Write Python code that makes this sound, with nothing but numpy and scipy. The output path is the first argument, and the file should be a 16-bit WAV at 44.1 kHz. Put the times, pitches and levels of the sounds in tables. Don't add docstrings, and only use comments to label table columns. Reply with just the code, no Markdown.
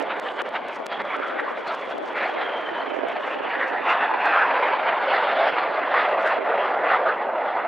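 import sys
import numpy as np
from scipy import signal
from scipy.fft import rfft, irfft
from scipy.io import wavfile
from scipy.ndimage import uniform_filter1d

SR = 44100
rng = np.random.default_rng(int(sys.argv[2]) if len(sys.argv) > 2 else 0)


def put_to_file(sound):
    columns = np.atleast_2d(sound).T
    safe = np.clip(columns, -1, 1)
    whole_steps = np.round(safe * 32767)
    wavfile.write(sys.argv[1], SR, whole_steps.astype(np.int16))


def gain_from_db(level_db):
    decades = np.asarray(level_db, float) / 20
    return 10 ** decades


N = 338643

# time in seconds, level in dB, prominence of the middle of the roar in dB.
RUSH_LEVEL = [(0, -34.5, -2.5), (.7, -44, -3.5), (1.2, -31, 3.5), (2, -41, -3.5), (2.4, -33, 0),
              (3.3, -33.5, -1), (3.6, -30.5, 1.5), (3.8, -26.5, 3), (4.1, -29.5, 3), (4.75, -29.5, -1.5),
              (5.3, -23.5, 4), (5.7, -27.5, 1), (6.5, -29.5, -2), (7.35, -38, -4), (7.68, -35, -1.5)]
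# frequency in Hz, density in dB per Hz.
RUSH_COLOUR = [(59, -82.5), (100, -53), (154, -29), (212, -20.5), (365, -10), (535, -3), (648, -2),
               (1170, -4.5), (1400, -6), (1950, -9.5), (3360, -23.5), (4550, -38), (5920, -58.5),
               (10000, -120)]
# time in seconds, first reinforced pitch in Hz, echo strength from 0 to 1.
GROUND_ECHO = [(0, 744, 0.15), (1, 775, 0.1), (2.2, 728, 0.03), (3.5, 910, 0.18), (4, 903, 0.33),
               (4.5, 800, 0.14), (5, 722, 0.22), (5.5, 690, 0.1), (6.3, 663, 0.14), (7, 681, 0.14),
               (7.68, 689, 0.3)]
# centre in seconds, half length in seconds, rise in dB.
SURGES = [(0.11, 0.025, 9.5), (0.279, 0.041, 4), (0.396, 0.032, 9.5), (0.562, 0.018, 17.5),
          (0.926, 0.015, 8.5), (1.231, 0.013, 3.5), (1.394, 0.025, 6), (1.513, 0.023, -1.5),
          (1.738, 0.077, 4.5), (1.915, 0.029, 4.5), (2.214, 0.069, 9.5), (3.135, 0.11, 2.5),
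          (3.334, 0.089, 1), (3.526, 0.08, 3.5), (3.64, 0.037, 3.5), (3.904, 0.057, 11.5),
          (4.039, 0.065, 7), (4.269, 0.077, 10), (4.408, 0.067, 6.5), (4.622, 0.14, 5), (4.879, 0.034, 8),
          (5.133, 0.059, 4.5), (5.59, 0.019, 5.5), (5.996, 0.076, 7), (6.308, 0.064, 6.5),
          (6.626, 0.13, 3.5), (6.92, 0.071, 12.5), (7.093, 0.07, 7.5), (7.225, 0.017, 5.5),
          (7.534, 0.21, 6)]
# centre in seconds, half length in seconds, rise in
# dB.
FLUTTER = [(0.008, 0.029, 8), (.18, .025, 1.5), (0.482, 0.035, 6.5), (0.695, 0.037, 6), (1.007, 0.017, 9.5),
           (1.114, 0.011, 4), (1.15, 0.018, 4.5), (2.407, 0.089, 5), (2.84, 0.047, 1.5), (3.742, 0.01, 5),
           (4.149, 0.023, 8.5)]
# centre in seconds, half length in seconds, pitch in Hz, rise in dB.
FOCUSING = [(0.116, 0.024, 2600, 3), (0.109, 0.043, 1496, 1.5), (0.552, 0.027, 1400, -3.5),
            (0.922, 0.027, 4200, 9), (0.996, 0.027, 2200, -0.5), (1.109, 0.012, 2200, 9),
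            (1.686, 0.023, 4300, 19), (1.987, .012, 4000, 10.5), (2.419, 0.032, 4100, 3.5),
            (3.476, 0.04, 2500, 9), (3.854, .03, 4000, -5), (3.899, 0.015, 2800, 5), (4.01, 0.037, 3000, 2),
            (4.385, .05, 5400, 2.5), (4.654, 0.069, 1100, 0), (5.102, 0.092, 5600, 1),
            (5.35, 0.26, 3450, 5.5), (5.407, 0.13, 2200, 3.5), (5.442, 0.073, 5500, 10.5),
            (4.545, 0.17, 3450, -2), (5.986, 0.083, 5500, 7.5), (0.288, 0.015, 3300, 8.5),
            (1.003, 0.044, 1530, -5.5), (1.23, 0.045, 1400, 9), (1.452, 0.05, 1790, 11.5),
            (1.512, 0.04, 1120, 13), (2.228, .04, 2060, 2.5), (3.346, 0.046, 2620, 9.5),
            (3.592, 0.12, 1840, 7), (3.907, 0.057, 1870, -6), (4.134, 0.15, 898, 8),
            (4.276, 0.048, 1470, -1), (4.418, 0.033, 1484, 9.5), (4.646, 0.04, 2110, 6.5),
            (4.877, 0.49, 934, 5), (5.186, 0.06, 1325, -2), (5.414, 0.093, 652, 11), (5.45, 0.55, 4530, 5),
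            (5.502, 0.07, 2900, 7), (5.607, 0.008, 1200, 4.5), (5.997, 0.069, 1886, 4),
            (6.301, 0.029, 1194, 0.5), (6.238, .15, 620, 2.5), (6.792, 0.061, 660, 4.5),
            (6.961, 0.11, 800, 3), (6.908, 0.058, 1270, 2.5), (7.094, .03, 1403, 7.5),
            (7.561, 0.032, 880, 10)]
# time in seconds, pitch in Hz, level in dB,
# narrow share from 0 to 1.
FAN_WHINE = [(0, 3340, -60, .2), (.84, 3350, -59, .2), (.94, 3290, -43.5, .4), (1.03, 3330, -52, .3),
             (1.14, 3340, -46.5, .4), (1.3, 3350, -53, .3), (1.6, 3360, -54, .3), (1.85, 3370, -50.5, .4),
             (2.1, 3310, -54, .4), (2.3, 3260, -50, .7), (2.45, 3210, -42, .8), (2.65, 3130, -45.5, .75),
             (2.87, 3050, -45.5, .7), (3.2, 2950, -49, .5), (3.5, 2860, -48, .3), (3.75, 2800, -60, .3),
             (7.68, 2800, -95, .3)]
# time in seconds, level in dB.
FIZZ_LEVEL = [
    (0, -78),
    (.85, -76.5),
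    (1.3, -73.5),
    (2, -74),
    (3.3, -73.5),
    (4.2, -79.5),
    (5.3, -78),
    (5.8, -80.5),
    (6.8, -81.5),
    (7.68, -88),
]
# frequency in Hz, density in dB per Hz.
FIZZ_COLOUR = [(3000, 5), (5500, -1), (8000, -11.5), (10000, -17.5), (12500, -26), (15500, -37),
               (18000, -77.5)]
# centre in seconds, half length in seconds, rise in dB.
RATTLES = [(.01, 0.035, 14), (.29, 0.1, 3), (.75, .035, 12.5), (1.68, 0.0099, 13.5), (1.74, 0.031, 10.5),
           (1.81, 0.017, 12), (1.9, .025, 9), (2.06, 0.037, 8.5), (2.185, 0.018, 6), (2.59, 0.021, 3),
           (3.21, 0.016, 12.5), (3.28, .035, 7), (3.685, 0.012, 11), (3.91, 0.062, 10.5), (6.225, .012, 10),
           (6.277, 0.022, 20), (6.1, .06, 5), (7.5, .06, 4)]
# time in seconds, level in dB.
BREEZE = [
    (0, -43.5),
    (1.4, -43),
    (2, -42.5),
    (2.8, -39),
    (3.2, -38),
    (4, -44),
    (5, -45.5),
    (6, -47),
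    (7.68, -41.5),
]
# frequency in Hz, density in dB per Hz.
WIND_COLOUR = [(71, -69), (120, -39), (178, -27), (269, -3), (620, 1.5), (1120, -13), (2290, -22),
               (4550, -45.5), (5920, -83.5), (10000, -120)]
# centre in seconds, half length in seconds, rise in dB, left over right in dB.
GUSTS = [(.02, 0.056, 3.5, -9.5), (.422, 0.02, -6, 30), (.62, 0.088, 0.5, 7.5), (.8, 0.091, -4.5, 15),
         (1.185, 0.038, 8.5, -2), (1.44, 0.18, 9, 6.5), (2.014, 0.1, 7, 3), (2.378, 0.22, 3, 3),
         (2.98, 0.082, 3.5, -5.5), (3.434, 0.26, 3.5, -0.5), (3.76, 0.073, -1, -5.5),
         (4.122, 0.084, 9.5, 2.5), (4.85, 0.17, 9, 4.5), (5.22, 0.25, -6.5, 9), (5.508, 0.11, 6.5, -2),
         (5.79, 0.086, -0.5, -3), (6.42, 0.083, 10, 1), (7.22, 0.056, -3, 3), (7.45, 0.091, -7, -10.5)]
# time in seconds, click level in dB, duck depth in
# dB (none if negative).
LIMITER_SNAPS = [(0.0252, -44, 1), (0.1977, -36, 8.5), (0.3054, -54, -1.5), (0.321, -53.5, 3),
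                 (0.418, -38, 12), (0.49, -47, 7.5), (0.578, -67, -5), (0.684, -44.5, -5), (0.861, -40, -4),
                 (0.8654, -30, 9), (1.0196, -52, 6), (1.166, -48.5, 3), (1.4056, -52, 4), (1.633, -60, 6),
                 (1.748, -45, 4.5), (1.7968, -61, 3), (1.9814, -46, -10), (2.13, -55, 3), (2.9005, -67, 1),
                 (3.0849, -46, -6), (3.2085, -58, 5.5), (3.6795, -65, 0.5), (4.2558, -41.5, -5),
                 (4.576, -57.5, 1), (4.947, -62, 2), (5.599, -62, 4), (6.274, -45, 0.5),
                 (6.8627, -58.5, -5.5), (7.677, -42, -1.5)]
# time in seconds, peak in dB.
GRIT_TICKS = [(0.5312, -67), (0.7173, -60), (0.7287, -58), (0.7544, -62), (1.1483, -55), (1.296, -56),
              (1.4194, -61), (1.4844, -60), (1.5219, -54), (1.6761, -50), (1.73, -54), (1.8527, -54),
              (1.8941, -60), (2.0248, -60), (2.1645, -62), (2.1779, -59), (3.1103, -61), (3.4301, -64),
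              (3.5638, -64), (3.6795, -60), (3.706, -59), (3.8347, -62), (4.2204, -61), (4.3745, -73),
              (6.0277, -71), (6.0846, -68), (6.2158, -62), (6.2314, -65), (6.2464, -62), (6.2587, -57),
              (6.2684, -52), (6.2804, -52), (6.2874, -55), (6.2994, -59), (6.4482, -67), (6.4727, -62),
              (6.8887, -66)]
# start in seconds, length in seconds, start pitch in Hz, end pitch in Hz, level in dB.
BIRD_PEEPS = [
    (2.55, .17, 4510, 4300, -64),
    (2.71, .09, 4670, 4450, -66),
]

SURGE_GAIN, SURGE_IN_LOWS, SURGE_IN_HIGHS, SURGE_IN_FIZZ, SURGE_DUCKS_WIND = 1.194, 0.32, 0.99, 0.14, 0.68
TURN_AWAY_S, LOWS_GAIN_DB_PER_S, HIGHS_LOSE_DB_PER_S = 5.48, 1.3, 5
LEEWARD_DB, VEER_DB = -3, 2.5
BUFFET_DB, BUFFET_PER_S = 4.0, 14
OPPOSED = 0.14
RUMBLE_FADE_DB_PER_S = 1.1
RIGHT_DB = 0.55
HISS_DB = -94.5


def unit_rms(x):
    return x / np.sqrt(np.mean(x ** 2) + 1e-20)


def in_time(rows):
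    s, *columns = np.transpose(rows)
    return [np.interp(np.arange(N) / SR, s, column) for column in columns]


def at_hz(points, hz):
    point_hz, level_db = np.transpose(points)
    return np.interp(np.log(hz), np.log(point_hz), level_db)


def drift(rate_hz):
    step = 20
    r = np.exp(-2 * np.pi * rate_hz * step / SR)
    white = rng.standard_normal(N // step + 2002)
    slow = signal.lfilter([1], [1, -2 * r, r * r], white)[2000:]
    return np.interp(np.arange(N) / step, np.arange(len(slow)), unit_rms(slow))


def band(x, low_hz, high_hz, order=2):
    sos = signal.butter(order, [low_hz, high_hz], "band", fs=SR, output="sos")
    return signal.sosfilt(sos, x)


def coloured(x, points):
    hz = np.arange(N // 2 + 1) * SR / N + 1
    return irfft(rfft(x) * gain_from_db(at_hz(points, hz)), N)


def grains(per_s, spread_db):
    sizes = gain_from_db(spread_db * np.minimum(rng.exponential(1, N), 4))
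    signs = rng.choice([-1, 1], N)
    return sizes * signs * (rng.random(N) < per_s / SR)


def sides(pan_db):
    return gain_from_db(np.array([pan_db / 2, -pan_db / 2]))


def swells(rows, column=2, weights=None):
    t = np.arange(0, N, 64) / SR
    heights = [row[column] for row in rows] if weights is None else weights
    rise = sum(h * np.exp(-((t - row[0]) / row[1]) ** 2) for h, row in zip(heights, rows))
    return np.interp(np.arange(N) / SR, t, rise)


def focus(hz, octaves):
    nearness = [db * np.exp(-(np.log2(hz / top) / octaves) ** 2) for s, half, top, db in FOCUSING]
    return swells(FOCUSING, weights=nearness)


def rush_levels():
    level_db, presence_db = in_time(RUSH_LEVEL)
    surge_db = SURGE_GAIN * swells(SURGES + FLUTTER)
    away_s = np.maximum(np.arange(N) / SR - TURN_AWAY_S, 0)
    low_db = LOWS_GAIN_DB_PER_S * away_s - 1.27 * presence_db - (1 - SURGE_IN_LOWS) * surge_db
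    high_db = -HIGHS_LOSE_DB_PER_S * away_s - presence_db - (1 - SURGE_IN_HIGHS) * surge_db
    return level_db + surge_db, low_db, high_db


def rush(shared_db, patchy_db, wide_db):
    level_db, low_db, high_db = rush_levels()
    swell_db, low_db, high_db = [c - c.mean() for c in (level_db, low_db, high_db)]
    white = coloured(rng.standard_normal((2, N)), RUSH_COLOUR)
    together_db = shared_db * 1.4 * np.tanh(drift(42.0))
    edges = 90 * 2 ** (np.arange(27) / 4)
    mid = 0
    for k, (low, high) in enumerate(zip(edges, edges[1:])):
        hz = np.sqrt(low * high)
        low_share = at_hz([(950, 0.92), (1250, 0)], hz)
        high_share = at_hz([(1900, 0.018), (2800, 0.93)], hz)
        moving_db = swell_db + low_db * low_share + high_db * high_share + together_db
        moving_db = moving_db * at_hz([(250, 0.18), (450, 0.79)], hz)
        gain = gain_from_db(moving_db + focus(hz, octaves=0.21) + patchy_db * drift(12.0))
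        mid = mid + gain * band(white[k % 2], low, high, order=3)
    hump_hz, echo = in_time(GROUND_ECHO)
    bounce = np.interp(np.arange(N) - SR / hump_hz, np.arange(N), mid)
    mid = (mid + echo * bounce) / np.sqrt(1 + echo ** 2)
    steady = band(mid * gain_from_db(-swell_db), 1150, 2200, order=4)
    scale = gain_from_db(level_db.mean()) / np.std(steady)
    scattered = gain_from_db(wide_db) * np.roll(mid, 700)
    return scale * (mid + scattered * np.array([[1], [-1]]))


def whine(width_hz, blur_hz):
    hz, level_db, narrow = in_time(FAN_WHINE)
    turn = np.exp(2j * np.pi * np.cumsum(hz) / SR)
    broken = gain_from_db(level_db + 2.0 * drift(22))
    wide = drift(blur_hz) + 1j * drift(blur_hz)
    size = int(SR / width_hz)
    core = uniform_filter1d(wide.real, size) + 1j * uniform_filter1d(wide.imag, size)
    core = core / np.std(core.real)
    smear = np.sqrt(narrow) * core + np.sqrt(1 - narrow) * wide
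    return broken * np.real(smear * turn)


def fizz(per_s, crackle_db, wide_db):
    level_db = in_time(FIZZ_LEVEL)[0] + swells(RATTLES) + SURGE_IN_FIZZ * swells(SURGES)
    raw = rng.standard_normal((2, N)) * gain_from_db(3.7 * drift(30))
    clumped_per_s = per_s * gain_from_db(8.9 * drift(24))
    raw[0] += gain_from_db(crackle_db) * unit_rms(grains(clumped_per_s, spread_db=11.0))
    mid, side = coloured(raw, FIZZ_COLOUR)
    scale = gain_from_db(level_db + 0.5) / np.std(band(mid, 6000, 10000, order=4))
    return scale * (mid + gain_from_db(wide_db) * side * np.array([[1], [-1]]))


def preamp_hiss():
    own, common = rng.standard_normal((2, N)), rng.standard_normal(N)
    return gain_from_db(HISS_DB) * unit_rms(band(own + 3 * common, 6000, 15500))


def wind(per_s, lumpy_db, bed_db, rumble_db):
    level_db = in_time(BREEZE)[0] + swells(GUSTS) - SURGE_DUCKS_WIND * swells(SURGES)
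    pan_db = LEEWARD_DB + swells(GUSTS, column=3) + VEER_DB * drift(1.6)
    ports = []
    for port in range(2):
        bursts = unit_rms(grains(per_s * gain_from_db(lumpy_db * drift(12)), spread_db=2.0))
        bed = gain_from_db(bed_db + 3.5 * drift(36)) * rng.standard_normal(N)
        ports.append(unit_rms(coloured(bursts + bed, WIND_COLOUR)))
    ports = np.array(ports)
    ports = ports - OPPOSED * ports[::-1]
    rumble_db = rumble_db - RUMBLE_FADE_DB_PER_S * np.arange(N) / SR + 5.5 * drift(3.3)
    rumble = gain_from_db(rumble_db) * unit_rms(band(rng.standard_normal((2, N)), 105, 430))
    buffet = gain_from_db(BUFFET_DB * np.tanh(drift(BUFFET_PER_S)) - 1.5)
    return buffet * (gain_from_db(level_db + 4.0) * sides(1.65 * pan_db) * ports + rumble)


def pumping(near, threshold_db, share, release_db_per_s):
    peak_db = 20 * np.log10(np.abs(near).max(axis=0) + 1e-9)
    over_db = np.maximum(peak_db - threshold_db, 0)
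    ramp = release_db_per_s * np.arange(N) / SR
    held_db = np.maximum.accumulate(over_db + ramp) - ramp
    return gain_from_db(-share * uniform_filter1d(held_db, size=60))


def limiter(hold_s, recover_s, click_db, click_hz, dull_hz):
    t = np.arange(N) / SR - 0.001
    duck_db, steps = np.zeros(N), np.zeros(N)
    for s, peak_db, depth_db in LIMITER_SNAPS:
        back = np.clip((t - s - hold_s) / recover_s, 0, 1)
        duck_db = np.maximum(duck_db, max(depth_db, 0) * (t > s) * (1 - back) ** 2)
        steps[np.searchsorted(t, s)] = gain_from_db(peak_db + click_db)
    smooth_db = uniform_filter1d(uniform_filter1d(duck_db, size=40), size=40)
    return gain_from_db(-smooth_db), band(np.cumsum(steps), click_hz, dull_hz)


def lens_motor(start_s, end_s, level_db):
    t = np.arange(N) / SR
    on = np.clip((t - start_s) / 0.043, 0, 1) * (t < end_s)
    return gain_from_db(level_db) * on * unit_rms(band(rng.standard_normal(N), 6300, 8400, order=3))


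def ticks(decay_s, gain_db, low_hz, high_hz):
    kicks = np.zeros(N) + 1e-18
    for s, peak_db in GRIT_TICKS:
        kicks[int(s * SR)] = gain_from_db(peak_db + gain_db)
    puffs = signal.lfilter([1], [1, -np.exp(-1 / (decay_s * SR))], kicks)
    return band(puffs * rng.standard_normal(N), low_hz, high_hz)


def bird():
    out, t = np.zeros(N), np.arange(N) / SR
    for s, length, start_hz, end_hz, level_db in BIRD_PEEPS:
        u = np.clip((t - s) / length, 0, 1)
        phase = 2 * np.pi * np.cumsum(start_hz + (end_hz - start_hz) * u) / SR
        out += gain_from_db(level_db) * np.sqrt(2 * np.sin(np.pi * u) + 1e-12) * np.sin(phase)
    return out


def scene():
    far = rush(shared_db=1.38, patchy_db=2.3, wide_db=-25.5)
    far = far + whine(width_hz=160, blur_hz=260)
    far = far + fizz(per_s=350, crackle_db=-11.5, wide_db=-13.5)
    far = far + lens_motor(0.14, 0.418, level_db=-71.0) + bird()
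    near = wind(per_s=150, lumpy_db=1.8, bed_db=-4.0, rumble_db=-55)
    duck, clicks = limiter(hold_s=0.0085, recover_s=0.033, click_db=18.5, click_hz=800, dull_hz=9300)
    duck = duck * pumping(near, threshold_db=-30, share=0.4, release_db_per_s=450)
    clicks = clicks + ticks(decay_s=0.0012, gain_db=3.5, low_hz=4000, high_hz=9500)
    far = duck * far * sides(-RIGHT_DB)[:, None]
    return far + near + clicks * sides(1.5)[:, None] + preamp_hiss()


def roll_off(x):
    return signal.sosfilt(signal.butter(12, 15700, fs=SR, output="sos"), x)


def record(dry):
    rounded = np.tanh(dry)
    wind_filter = signal.butter(3, 135, "high", fs=SR, output="sos")
    mix = signal.sosfilt(wind_filter, rounded)
    return roll_off(mix)


dry = scene()
out = record(dry)
put_to_file(out)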